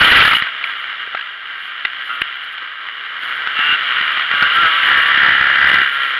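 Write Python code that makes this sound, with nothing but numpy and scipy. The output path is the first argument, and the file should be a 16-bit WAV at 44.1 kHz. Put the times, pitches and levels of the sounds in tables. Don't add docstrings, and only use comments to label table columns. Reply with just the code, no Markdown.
import sys
import numpy as np
from scipy import signal
from scipy.fft import rfft, irfft
from scipy.io import wavfile

SR = 44100
rng = np.random.default_rng(int(sys.argv[2]) if len(sys.argv) > 2 else 0)


def master_out(mix):
    frames = np.transpose(np.atleast_2d(mix))
    ceiling = np.clip(frames, -1, 1)
    pcm = np.round(ceiling * 32767).astype(np.int16)
    wavfile.write(sys.argv[1], SR, pcm)


def linear_from_db(decibels):
    return 10 ** (np.asarray(decibels, float) / 20)


N = 272979


def at_time(rows):
    time_s, value = np.transpose(rows)
    return np.interp(np.arange(N) / SR, time_s, value)


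def rms_one(x):
    return x / np.sqrt(np.mean(x ** 2) + 1e-20)


def drift(rate_hz):
    hop = 40
    pole = np.exp(-2 * np.pi * rate_hz * hop / SR)
    noise = rng.standard_normal(N // hop + 2002)
    slow = signal.lfilter([1], [1, -2 * pole, pole * pole], noise)[2000:]
    return np.interp(np.arange(N) / hop, np.arange(len(slow)), rms_one(slow))


def band(x, low_hz, high_hz, order=2):
    return signal.sosfilt(signal.butter(order, [low_hz, high_hz], "band", fs=SR, output="sos"), x)


def low_pass(order, cutoff_hz):
    return signal.butter(order, cutoff_hz, fs=SR, output="sos")


def resonance(x, hz, width_hz):
    r = np.exp(-np.pi * width_hz / SR)
    zeros = np.array([1, 0, -1]) * (1 - r * r) / 2
    poles = [1, -2 * r * np.cos(2 * np.pi * hz / SR), r * r]
    return signal.lfilter(zeros, poles, x)


def through_shell(x):
    # freq_hz, level_db_per_hz
    shell = [(24, -23.5), (100, -29), (250, -25.5), (500, -20), (950, -16), (1300, 0.5), (2200, -1),
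             (3250, -3), (4200, -22.5), (5400, -37.5), (7000, -53), (9000, -49.5), (11500, -54.5),
             (16000, -62.5)]
    # freq_hz, width_hz, gain_db
    shell_modes = [(1377, 45, 5), (1581, 63, 6.5), (1917, 170, 4), (2582, 210, -11.5), (2910, 360, 5),
                   (5960, 210, -20), (6960, 850, 9.5), (8020, 500, -24.5), (10900, 1800, 6.5)]
    size = 4096
    hz = np.maximum(np.fft.rfftfreq(size, 1 / SR), 1)
    shell_hz, shell_db = np.transpose(shell)
    level_db = np.interp(np.log(hz), np.log(shell_hz), shell_db)
    for mode_hz, width_hz, gain_db in shell_modes:
        level_db = level_db + gain_db / (1 + (2 * (hz - mode_hz) / width_hz) ** 2)
    cepstrum = irfft(np.maximum(level_db, -90) * np.log(10) / 20)
    cepstrum[1:size // 2] *= 2
    cepstrum[size // 2 + 1:] = 0
    response = irfft(np.exp(rfft(cepstrum)))
    return signal.fftconvolve(x, response / np.linalg.norm(response))[:N]


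def exhaust(firing_hz, pipe_hz, boost_db, alternate_db, rough, puff_ms=5.4, echo_ms=2.2):
    turns = np.cumsum(firing_hz * (1 + .008 * rough * drift(40))) / SR
    count = np.floor(turns)
    fired = np.diff(count, prepend=0) > 0
    strength = linear_from_db(alternate_db * (count % 2) + 5.0 * rough * rng.standard_normal(N))
    bangs = fired * strength * np.sqrt(SR / firing_hz)

    tap = np.arange(500)
    echoes = rng.standard_normal(500) * np.exp(-tap / (echo_ms / 1000 * SR))
    smeared = signal.oaconvolve(bangs, echoes / np.linalg.norm(echoes))[:N]

    fade = np.exp(-1000 / (puff_ms * SR))
    puff_level = signal.lfilter([np.sqrt(1 - fade ** 2)], [1, -fade], bangs)
    puffs = puff_level * rng.standard_normal(N)

    gas = np.sqrt(1 - rough) * smeared + np.sqrt(rough) * puffs
    return gas + (linear_from_db(boost_db) - 1) * resonance(gas, pipe_hz, 300), turns


def far_pack(pack_db, wander=.08, blur_db=-3):
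    far_engines = [65.66, 84.2, 103, 120.55, 142.45, 166.9]
    engines = np.zeros(N)
    for hz in far_engines:
        swell = linear_from_db(2 * drift(3.9))
        firing_hz = hz * (1 + wander * drift(1.2))
        engines += swell * exhaust(firing_hz, 1500, 0, 2, rough=.4)[0]
    blur = linear_from_db(blur_db + 0.65 * drift(19)) * rng.standard_normal(N)
    return linear_from_db(pack_db + 1.5) * rms_one(rms_one(engines) + blur)


def spray(pack_db):
    # start_s, length_s, level_db
    gusts = [(0.0, .36, -37), (.68, .02, -57), (.8, .02, -62), (1.623, .05, -64), (2.052, .1, -57.5),
             (2.433, .01, -64), (2.52, .01, -64.5), (3.24, .12, -55.5), (3.6, .12, -60.5),
             (3.95, .15, -63.5), (4.38, .06, -59), (4.557, .52, -51.5), (5.685, .07, -52.5),
             (5.817, 0.31, -53.5)]
    hiss_db, db_per_pack_db, edge_s = -65.5, 1.1, 0.065
    t = np.arange(N) / SR
    level = linear_from_db(hiss_db + db_per_pack_db * (pack_db - pack_db.mean()))
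    for start_s, length_s, level_db in gusts:
        inside_s = np.minimum(t - start_s, start_s + length_s - t)
        level = level + linear_from_db(level_db) * np.clip(inside_s / edge_s + 1, 0, 1) ** 2
    hiss = rms_one(band(through_shell(rng.standard_normal(N)), 9800, 16000))
    return hiss * level * linear_from_db(8.5 + 2.8 * drift(25))


def gravel_roost():
    end_s, per_s, first_db = .37, 90, 2
    rows = []
    for when, force, pitch, press in rng.random((round(end_s * per_s), 4)):
        peak_db = first_db - 5 * when + 6 * (force - .5)
        rows.append((end_s * when ** 1.2, peak_db, 1330 * 2.4 ** (pitch ** 3), -19.5, 4 + 9 * press))
    return rows


def stones():
    # start_s, peak_db, ring_hz, thud_under_ring_db
    stone_hits = [(.422, -2, 1880, -19.5), (.470, -12, 1570, -30), (.640, -6, 2300, -35),
                  (.695, -13, 1600, -45), (1.075, -22, 1560, -8.5), (2.2165, -3, 1750, -14),
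                  (2.2185, -5, 2900, -30), (2.580, -15, 1530, -34), (2.625, -20, 1900, -16),
                  (2.886, -15, 1900, -33), (3.233, -14, 1560, -23), (3.472, -6, 1400, -35),
                  (3.590, -10, 2900, -12.5), (4.010, -7, 1830, -18), (4.065, -12, 1320, -23),
                  (4.172, -8, 1350, -21), (4.195, -9, 1350, -28), (4.313, -3, 1900, -28),
                  (4.338, -6, 1600, -19), (4.831, -5, 2080, -26), (5.176, -6, 1700, -16),
                  (5.285, -4, 1590, -14), (5.500, -6, 1750, -23), (5.690, -6, 2900, -22)]
    # start_s, peak_db, ring_hz, thud_under_ring_db
    clod_hits = [(1.148, -10, 1350, -6), (1.171, -14, 1600, -30), (1.192, -17, 1600, -32),
                 (1.210, -16, 1700, -37), (1.850, -3, 2000, -20), (4.424, 2, 1440, -12),
                 (5.740, 1, 2000, -12)]
    # start_s, peak_db, pitch_hz
    sand_ticks = [(0.6785, -51, 10900), (0.804, -49.5, 10200), (1.8502, -41, 11240), (2.2153, -30, 10030),
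                  (2.3594, -49.5, 13200), (2.4435, -44, 10900), (2.525, -53.5, 9750), (3.2, -53, 10900),
                  (3.5883, -40.5, 9600), (4.4254, -37, 9580), (4.979, -37, 10900), (5.694, -32, 9800),
                  (5.74, -31.5, 11540)]
    stone_ms, clod_ms = 4, 7
    knock, sand = np.zeros(N), np.zeros(N)
    t = np.arange(1500) / SR
    hits = gravel_roost()
    hits += [row + (stone_ms,) for row in stone_hits]
    hits += [row + (clod_ms,) for row in clod_hits]
    for start_s, peak_db, ring_hz, thud_db, contact_ms in hits:
        i = round(start_s * SR)
        contact = np.exp(-(t / (contact_ms / 1000)) ** 4) * np.minimum(t / .0007, 1)
        grit = band(rng.standard_normal(len(t)), 1170, 3130)
        ring = linear_from_db(peak_db - 3) * contact * (np.sin(2 * np.pi * ring_hz * t) + 1.5 * grit)
        thud_hz = 99 - 17.5 * peak_db
        if contact_ms == clod_ms:
            thud_hz *= 2.8
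        thud_shape = (t / .001) * np.exp(1 - t / .001)
        thud = linear_from_db(peak_db + thud_db) * np.cos(2 * np.pi * thud_hz * t) * thud_shape
        knock[i:i + len(t)] += ring + thud
    for start_s, peak_db, pitch_hz in sand_ticks:
        i = round(start_s * SR)
        grain = resonance(rng.standard_normal(len(t)), pitch_hz, 1800)
        sand[i:i + len(t)] += linear_from_db(peak_db + 5) * np.exp(-t / 0.0022) * grain
    dull = signal.sosfilt(low_pass(6, 4000), knock)
    return dull + band(sand, 8300, 15500)


def sung_gain(hz, centre_hz, width_hz, gain_db, second_db):
    first = 1 / (1 + (2 * (hz - centre_hz) / width_hz) ** 4)
    second = linear_from_db(second_db) / (1 + (2 * (hz - 2770) / 240) ** 4)
    leak = linear_from_db(-30) * (hz < 1000)
    return linear_from_db(gain_db) * (first + second + leak)


def near_bikes(pack_db):
    # time_s, firing_hz
    two_strokes = [
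        [(0.49, 137.1), (0.77, 133.7), (0.83, 125.3), (1.05, 115.4)],
        [(2.09, 125.1), (2.125, 128.7), (2.2, 127)],
        [(2.26, 114.9), (2.56, 96)],
        [(2.6, 107.6), (2.69, 103), (2.93, 102.1), (3.05, 105.5), (3.2, 104.7)],
        [(3.22, 127), (3.26, 123.8), (3.35, 126.6), (3.46, 126.1)],
        [(3.565, 145.5), (3.68, 147.7), (3.73, 149), (3.755, 153)],
        [(3.88, 123.4), (3.92, 123.7), (3.994, 133.7), (4.144, 132), (4.22, 136.8)],
        [(4.31, 138.9), (4.352, 144.3), (4.45, 143.4), (4.492, 146.6), (4.54, 161)],
        [(4.555, 164), (4.602, 173.6), (4.668, 161.5), (4.69, 163.2)],
        [(4.69, 159.7), (4.778, 167.3), (4.858, 163.9), (4.898, 170.9), (5.004, 158.9), (5.1, 166.2),
         (5.2, 171.5), (5.29, 164.6)],
        [(5.84, 146.6), (5.938, 138.1), (6.07, 136.5), (6.136, 132.5), (6.19, 134.1)],
    ]
    # time_s, firing_hz
    four_stroke = [(4.84, 67.54), (4.972, 70.22), (5.206, 68.33), (5.376, 66.88), (5.446, 67.48),
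                   (5.58, 70.3), (5.74, 69.54), (5.88, 66.7)]
    # resonance_hz, boost_db, strong_weak_firing_db, level_over_pack_db
    pipes = [(1460, -7.5, 0.5, -5), (1270, 5.5, -10.5, 1), (1500, 2, -1.5, -11.5), (1000, 7, -3.5, -6),
             (1150, -0.5, -3, -5), (2900, 13, 2.2, -3), (1350, 11, -3.2, -5.5), (1320, 7, 2.5, -3),
             (1380, 15, -10, -0.5), (1320, -0.5, 3.5, -8), (1250, 2, 5, -2), (1820, 14, -7.5, 2)]
    roughness = [.3, .2, .3, .25, .25, .15, .25, .2, .15, .15, .2, .15]
    singing = {1: (1354, 383, -0.5, -6), 5: (1450, 440, 1, 1.1), 7: (1480, 450, -3.5, -28),
               8: (1340, 216, 5, -35), 9: (1249, 330, -0.9, -30), 10: (1451, 296, -9.5, -28),
               11: (1700, 647.5, -8.5, -31)}
    gas, tones = np.zeros(N), np.zeros(N)
    t = np.arange(N) / SR
    flutter = linear_from_db(1.9 * drift(6.8))
    bumps_db = 2 * drift(11)
    for k, rows in enumerate(two_strokes + [four_stroke]):
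        pipe_hz, boost_db, alternate_db, over_pack_db = pipes[k]
        sings = k in singing
        firing_hz = at_time(rows)
        inside_s = np.minimum(t - rows[0][0], rows[-1][0] - t)
        edge = np.clip(inside_s / .03 + .5, 0, 1)
        on = edge > 0
        level = edge * linear_from_db(pack_db + over_pack_db + np.roll(bumps_db, 20000 * k))
        bang, turns = exhaust(firing_hz, pipe_hz, boost_db, alternate_db, roughness[k])
        gas += level * bang * linear_from_db(-4 if sings else 0)
        order_end = min(33, int(3300 / rows[0][1])) if sings else 7
        for m in range(2, order_end):
            gain = sung_gain(m * firing_hz[on], *singing[k]) if sings else linear_from_db(-43)
            wobble = gain * np.roll(flutter, 9000 * m)[on]
            tones[on] += level[on] * wobble * np.sin(2 * np.pi * m * turns[on] + .12 * m * m)
    return gas, tones


def scene():
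    # time_s, level_db
    pack_curve = [(0.0, -6.5), (0.15, -7), (0.23, -10), (0.33, -15), (0.4, -20), (0.52, -24.5), (1.41, -28),
                  (2.1, -26), (2.79, -30), (3.17, -25), (3.28, -22.5), (3.5, -21.5), (3.6, -18.5),
                  (4.28, -18.5), (4.5, -15.5), (5.8, -16), (5.87, -21), (6.19, -20.5)]
    pack_db = at_time(pack_curve)
    gas, tones = near_bikes(pack_db)
    inside = linear_from_db(-1.5) * through_shell(far_pack(pack_db) + gas)
    side = linear_from_db(0.84 * drift(1.1))
    inside = inside + (side - 1) * band(inside, 1800, 5000)
    return (inside + spray(pack_db) + tones + stones())[None]


def roll_off(x):
    return signal.sosfilt(signal.butter(12, 15850, fs=SR, output="sos"), x)


def record(dry, knee=6.9):
    clip_up, clip_down = .59, .53
    top = np.where(dry > 0, clip_up, clip_down)
    spill = dry / (1 + np.abs(dry / top) ** knee) ** (1 / knee) - dry
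    spill = signal.sosfiltfilt(low_pass(4, 4100), spill) + linear_from_db(-59.5) * spill
    no_rumble = signal.butter(1, 14, "high", fs=SR, output="sos")
    mix = signal.sosfilt(no_rumble, dry + spill)
    return roll_off(mix)


dry = scene()
out = record(dry)
master_out(out)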